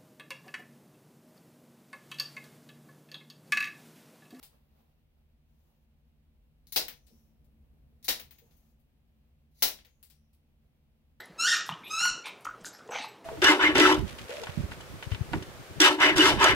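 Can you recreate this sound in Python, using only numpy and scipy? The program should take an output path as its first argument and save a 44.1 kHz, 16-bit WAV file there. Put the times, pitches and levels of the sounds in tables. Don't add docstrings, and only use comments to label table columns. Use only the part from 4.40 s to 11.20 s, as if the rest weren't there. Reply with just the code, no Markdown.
import sys
import numpy as np
from scipy import signal
from scipy.fft import rfft, irfft, next_fast_len
from scipy.io import wavfile
from scipy.ndimage import map_coordinates

SR = 44100
rng = np.random.default_rng(int(sys.argv[2]) if len(sys.argv) > 2 else 0)


def dump_mix(stems):
    frames = np.atleast_2d(stems).T
    limited = np.clip(frames, -1, 1)
    pcm = np.round(limited * 32767).astype(np.int16)
    wavfile.write(sys.argv[1], SR, pcm)


N = 299880

# frequency in Hz, relative level in dB per Hz.
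RUMBLE_COLOUR = [(12, -40.5), (20, -10.5), (65, 2), (83, -7.5), (101, -14.5), (153, -5.5), (187, -23.5),
                 (221, -6), (254, -17), (419, -29), (469, -24.5), (1020, -38.5), (2960, -47), (6840, -55),
                 (15800, -45.5)]
# frequency in Hz, correlation from -1 to 1.
AIR_ALIKE = [(60, 0.92), (180, 0.76), (550, 0.62), (1650, -0.03), (4970, -0.4), (15000, 0.39)]
# frequency in Hz, level in dB.
FAN_TONES = [(75, -73.5), (151, -79.5), (221, -84.5)]
RUMBLE_DB, RUMBLE_DRIFT_DB = -67, 0.9
RUMBLE_SWELL_S, RUMBLE_SWELL_WIDTH_S, RUMBLE_SWELL_DB = 3.2, 0.79, 4

# frequency in Hz, relative level in dB per Hz.
RUSTLE_COLOUR = [(100, -12.5), (400, -1.5), (800, -2), (1500, -12), (4000, -15), (8000, -26), (14500, -14)]
# time at the fullest in seconds, level in dB.
STROKES = [(.03, -67), (.37, -74), (1.28, -79.5), (2.699, -82), (4.1, -73)]
STROKE_RISE_DB_PER_S, STROKE_FALL_DB_PER_S = 70.5, 54
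HOLD_DB = -84.5

# start in seconds, level in dB, pitch in Hz.
PAWS = [(1.24, -68, 340), (2.703, -61.5, 457), (2.722, -54, 222.4), (2.725, -65, 395), (4.016, -57, 467),
        (5.45, -70, 489.5)]

# frequency in Hz, time to fall by 60 dB in seconds.
TUB_T60 = [(100, 0.45), (400, 0.31), (1500, .24), (4000, .24), (9000, .24), (15000, 0.18)]
# frequency in Hz, correlation from -1 to 1.
TUB_ALIKE = [(100, 0.66), (300, 0.06), (600, 0.25), (2000, -0.06), (5000, 0)]
# frequency in Hz, relative level in dB.
TUB_MODES = [(222, -6.5), (329, 1.5), (484, 2.5), (609, -3), (732, -0.5), (797, -3.5), (965, -4.5)]
# frequency in Hz, gain in dB.
TAIL_COLOUR = [(150, -4.5), (330, -8), (600, -2.5), (1200, -3)]
# frequency in Hz, left minus right in dB.
PORTS = [(200, -0.5), (550, 4), (1200, 2.5), (2500, 2), (4000, 2), (5600, 1.5), (7300, 10.5), (9300, 1.5),
         (12000, 1), (15000, 13)]
TOP_HZ = 15900

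# start in seconds, level in dB, pitch in Hz.
SPRING = [(2.492, -70.5, 6040), (2.67, -73, 5580), (3.91, -71.5, 6530), (4.11, -80.5, 6160),
          (5.45, -76, 6545), (5.70, -78, 5646)]
# start in seconds, length in seconds, level in dB.
BLADE_SLIDES = [(0.998, 0.51, -81), (2.598, .36, -73.5), (3.95, 0.44, -73)]
# frequency in Hz, relative level in dB per Hz.
SLIDE_COLOUR = [(1000, -17), (3500, -5), (6300, -2.5), (8500, -11), (11000, -1), (14500, -1.5)]

# start in seconds, level in dB, treble in dB, left minus right in dB.
TICKS = [(.029, -47.5, 7, 0.5), (2.668, -61.5, 2, 5), (3.045, -72.5, 10, 1), (4.167, -67, 21, 3),
         (4.396, -73.5, 15, 7), (5.628, -50.5, 9.5, 2.5), (5.70, -57.5, 3, 5.5), (5.932, -69.5, 9, -2)]
# frequency in Hz, relative level in dB per Hz.
TICK_COLOUR = [(100, -17), (1000, -16), (1900, -9.5), (3000, -5.5), (4700, -2.5), (6600, -14.5), (9000, -9),
               (11000, -10), (13300, -10), (15500, -9.5)]
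# start in seconds, level in dB, treble in dB, left minus right in dB.
HANDLES = [(2.4825, -36.5, -4, 2), (3.797, -41, -3.5, 1), (3.909, -49, -1.5, 4), (3.985, -55.5, -1, 3),
           (4.11, -72.5, -17, 16), (5.279, -31.5, -0.5, 1.5), (5.388, -59.5, -20, 0.5),
           (5.449, -57, -8, 3.5)]
# frequency in Hz, relative level in dB per Hz.
HANDLE_COLOUR = [(100, -9), (1200, -8), (2100, 1), (4000, -0.5), (5700, -5), (7500, -14), (11000, -4),
                 (13000, -4), (14500, 4)]

# start in seconds, level in dB, treble in dB, left minus right in dB.
CRACKS = [(2.270, -58, -0.5, 1), (2.3228, -34.5, 2.5, 2), (3.628, -58, -2, -0.5), (3.6445, -41.5, 0.5, -1),
          (5.115, -78, 5, 0)]
# frequency in Hz, relative level in dB per Hz.
CRACK_COLOUR = [(100, -16.5), (1400, -18), (2000, -6.5), (3000, -11.5), (3900, 2), (5200, -2), (6400, -3.5),
                (8200, -16), (10200, 0.5), (12000, -3.5), (15000, -0.5)]
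SQUEEZE_S, CREAK_DB, CREAK_POWER = 0.12, -50, 2.4

# start in seconds, level in dB, treble in dB, time until the jaws meet in seconds,
# jaw blow relative to the break in dB, left minus right in dB, nail's pitch in Hz, low-mid gain in dB.
CUTS = [(2.3602, -21, -1.5, 0.0049, -7, 0, 4950, 0), (3.6821, -25.5, -.5, .0045, 3, 0, 1850, -1.5),
        (5.223, -19, 3, .0045, 0, 0.5, 5700, 0)]
# frequency in Hz, relative level in dB per Hz.
SNAP_COLOUR = [(50, -8), (150, -15.5), (300, -9), (550, -4.5), (1200, -9.5), (1900, -5), (3000, -2.5),
               (4000, 1.5), (5700, -2.5), (7000, -9.5), (8200, -12), (9700, -6.5), (13000, -4),
               (15500, -2.5)]
# frequency in Hz, relative level in dB.
JAW_MODES = [(1830, -2), (1880, -3.5), (2048, -2), (2444, -3.5), (2730, -3), (3790, 0.5), (3838, -0.5),
             (3940, 1), (4840, -1.5), (5010, -4), (5200, -4.5), (5285, -1.5), (5645, 0.5), (14465, 0)]
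NAIL_DB, NAIL_OCTAVES = 3.5, 0.11
LOW_MID_HZ, LOW_MID_OCTAVES = 501.6, 0.43


def amp(db):
    return 10 ** (np.asarray(db) / 20)


def unit(x):
    return x / np.sqrt(np.mean(x ** 2) + 1e-20)


def along(points, hz):
    f, v = np.transpose(points)
    return np.interp(np.log(hz + 1), np.log(f + 1), v)


def hump(hz, centre_hz, octaves):
    return np.exp(-.5 * (np.log2((hz + 1) / centre_hz) / octaves) ** 2)


def wobble(rate):
    knots = rng.standard_normal(int(N * rate / SR) + 4)
    return map_coordinates(knots, [np.arange(N) * rate / SR])


def filtered(x, gain):
    n = x.shape[-1]
    m = 2 * next_fast_len(n // 2 + 4096)
    cepstrum = irfft(np.log(np.maximum(gain(np.fft.rfftfreq(m, 1 / SR)), 1e-6)))
    cepstrum[..., 1:m // 2] *= 2
    cepstrum[..., m // 2 + 1:] = 0
    return irfft(rfft(x, m) * np.exp(rfft(cepstrum)))[..., :n]


def paired(x, alike):
    n = x.shape[1]
    likeness = np.clip(along(alike, np.fft.rfftfreq(n, 1 / SR)), -1, 1)
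    turn = np.arccos(likeness) / 2
    mid, side = irfft(rfft(x) * [np.cos(turn), np.sin(turn)], n)
    return np.array([mid + side, mid - side])


def rush(spectrum, alike):
    noise = paired(rng.standard_normal((2, N)), alike)
    return unit(filtered(noise, lambda hz: amp(along(spectrum, hz))))


def add(track, s, sound):
    part = track[:, max(round(s * SR), 0):][:, :sound.shape[-1]]
    part += sound[..., :part.shape[1]]


def coloured(x, spectrum, treble_db, pan_db):
    def gain(hz):
        treble = along([(5000, 0.0012), (13000, treble_db)], hz)
        tone = along(spectrum, hz) + treble
        left_right = np.outer([1, -1], along(PORTS, hz) + pan_db) / 2
        return amp(tone + left_right)

    return filtered(x, gain)


def blow(sound, db, length_s=0.024):
    return amp(db) * unit(sound) * np.sqrt(length_s * SR / sound.shape[1])


def modes(table):
    t, ring = np.arange(SR // 2) / SR, 0
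    for hz, db in table:
        apart = np.arccos(np.clip(along(TUB_ALIKE, hz), -1, 1)) * rng.choice([-1, 1])
        phase = 2 * np.pi * rng.random() + np.array([[0], [apart]])
        envelope = amp(db - 60 * t / along(TUB_T60, hz))
        ring = ring + envelope * np.sin(2 * np.pi * hz * t + phase)
    return ring / np.linalg.norm(ring[0])


def ringing(rows, width_hz, t60, rise_s, alike):
    out, t = np.zeros((2, N)), np.arange(SR) / SR
    envelope = amp(-60 * t / t60) * (1 - np.exp(-t / rise_s))
    for s, db, f in rows:
        noise = paired(rng.standard_normal((2, SR)), alike)
        cluster = filtered(noise, lambda hz: 1 / (1 + (2 * (hz - f) / width_hz) ** 2))
        add(out, s, amp(db) * unit(cluster) * envelope)
    return out


def tub(direct_db=-9, walls_db=-6, walls_s=0.019, build_s=0.002, modes_db=-16):
    hz, frames, z = signal.stft(paired(rng.standard_normal((2, SR // 2)), TUB_ALIKE), SR, nperseg=256)
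    fade_db = along(TAIL_COLOUR, hz)[:, None] - 60 * frames / along(TUB_T60, hz)[:, None]
    t = np.arange(SR // 2) / SR
    tail = signal.istft(z * amp(fade_db), SR, nperseg=256)[1][:, :len(t)]
    tail = tail * (1 - np.exp(-t / build_s))
    direct = rng.standard_normal(tail.shape) * np.exp(-t / .0004)
    sparse = rng.standard_normal(tail.shape) * (rng.random(tail.shape) < .015)
    slaps = paired(sparse * np.exp(-t / walls_s), TUB_ALIKE)
    paths = [(direct, direct_db), (slaps, walls_db), (tail, 0), (modes(TUB_MODES), modes_db)]
    return sum(amp(db) * path / np.linalg.norm(path) for path, db in paths) * np.sqrt(2)


def ventilation(hiss_db=-84):
    t = np.arange(N) / SR
    hum = 0
    for hz, db in FAN_TONES:
        level = amp(db + 0.48 * wobble(7.2)) * np.sqrt(2)
        hum = hum + level * np.sin(2 * np.pi * hz * t + 2.9 * wobble(2))
    hiss = rush([(300, 2), (1200, -7.0), (2700, -0.5), (7000, -15.5), (15000, -15.5)], AIR_ALIKE)
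    swell = np.exp(-.5 * ((t - RUMBLE_SWELL_S) / RUMBLE_SWELL_WIDTH_S) ** 2)
    rumble_db = RUMBLE_DB + RUMBLE_SWELL_DB * swell + RUMBLE_DRIFT_DB * wobble(1.4)
    rumble = amp(rumble_db) * rush(RUMBLE_COLOUR, AIR_ALIKE)
    return rumble + hum + amp(hiss_db) * hiss


def fur(uneven_db=2.0):
    t, power = np.arange(N) / SR, amp(HOLD_DB) ** 2
    for s, db in STROKES:
        drop_db = np.maximum(STROKE_RISE_DB_PER_S * (s - t), STROKE_FALL_DB_PER_S * (t - s))
        power = power + amp(db - drop_db) ** 2
    return np.sqrt(power) * amp(uneven_db * wobble(25)) * rush(RUSTLE_COLOUR, TUB_ALIKE)


def bumps(t60=0.15, rise_s=0.0067, dull_db=-6):
    out, t = np.zeros((2, N)), np.arange(SR // 2) / SR
    for s, db, hz in PAWS:
        envelope = amp(db - 60 * t / t60) * (1 - np.exp(-t / rise_s))
        add(out, s, envelope * np.sin(2 * np.pi * hz * t))
    thud = ringing(PAWS, width_hz=230, t60=t60, rise_s=rise_s, alike=TUB_ALIKE)
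    return out + amp(dull_db) * thud


def spring(overtones=((1, 0), (1.7, -8), (2.25, -8))):
    rows = [(s, db + level, hz * ratio) for s, db, hz in SPRING for ratio, level in overtones]
    return ringing(rows, width_hz=750, t60=.75, rise_s=.02, alike=TUB_ALIKE)


def slide(rough_db=-1.5, pan_db=3):
    t = np.arange(N) / SR
    speed = 0
    for s, length, db in BLADE_SLIDES:
        speed = speed + amp(db) * np.sin(np.pi * np.clip((t - s) / length, 0, 1))
    roughness = amp(rough_db * wobble(40))
    return speed * roughness * unit(coloured(rng.standard_normal((2, N)), SLIDE_COLOUR, 0, pan_db))


def clicks(rows, spectrum, contact_s, contact_db):
    out, t = np.zeros((2, N)), np.arange(SR // 2) / SR
    for s, db, treble_db, pan_db in rows:
        chatter = rng.standard_normal((2, len(t))) * np.exp(-t / contact_s)
        sound = tub() + amp(contact_db) * chatter / np.linalg.norm(chatter[0])
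        add(out, s, blow(coloured(sound, spectrum, treble_db, pan_db), db))
    return out


def creak(slips_hz=1800, treble_db=0):
    slips = rng.standard_normal(N) * (rng.random(N) < slips_hz / SR)
    remaining_s = CUTS[-1][0] - np.arange(N) / SR
    force = np.clip(1 - remaining_s / SQUEEZE_S, 0, 1) * (remaining_s > 0)
    rasp = amp(CREAK_DB) * force ** CREAK_POWER * unit(slips)
    answer = coloured(tub(), CRACK_COLOUR, treble_db, 0)
    return signal.fftconvolve(rasp[None], answer / np.linalg.norm(answer[0]), axes=1)[:, :N]


def cuts(splinter_db=-9, splinter_s=0.0097, steel_db=-10.0):
    out, t = np.zeros((2, N)), np.arange(SR // 20) / SR
    for s, db, treble_db, gap_s, jaw_db, pan_db, nail_hz, low_mid_db in CUTS:
        splinters = rng.standard_normal(len(t)) * (rng.random(len(t)) < .03) * np.exp(-t / splinter_s)
        splinters *= amp(splinter_db) / np.linalg.norm(splinters)
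        splinters[0] += 1
        fracture = signal.fftconvolve(tub(), splinters[None], axes=1)
        jaws = tub() + amp(steel_db) * modes(JAW_MODES)

        def toe(hz):
            nail = NAIL_DB * hump(hz, nail_hz, NAIL_OCTAVES)
            low_mid = low_mid_db * hump(hz, LOW_MID_HZ, LOW_MID_OCTAVES)
            return amp(nail + low_mid)

        snap = coloured(filtered(fracture, toe), SNAP_COLOUR, treble_db, pan_db)
        slam = coloured(filtered(jaws, toe), SNAP_COLOUR, treble_db, pan_db)
        add(out, s, blow(snap, db))
        add(out, s + gap_s, blow(slam, db + jaw_db))
    return out


def scene():
    nails = cuts() + creak() + clicks(CRACKS, CRACK_COLOUR, contact_s=0.00061, contact_db=-14)
    handles = clicks(HANDLES, HANDLE_COLOUR, contact_s=0.0096, contact_db=-2.5)
    ticks = clicks(TICKS, TICK_COLOUR, contact_s=0.0064, contact_db=-57)
    return nails + handles + ticks + spring() + bumps() + fur() + ventilation() + slide()


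def record(dry):
    return signal.sosfilt(signal.ellip(12, .1, 80, TOP_HZ, fs=SR, output="sos"), dry)


dry = scene()
out = record(dry)
dump_mix(out)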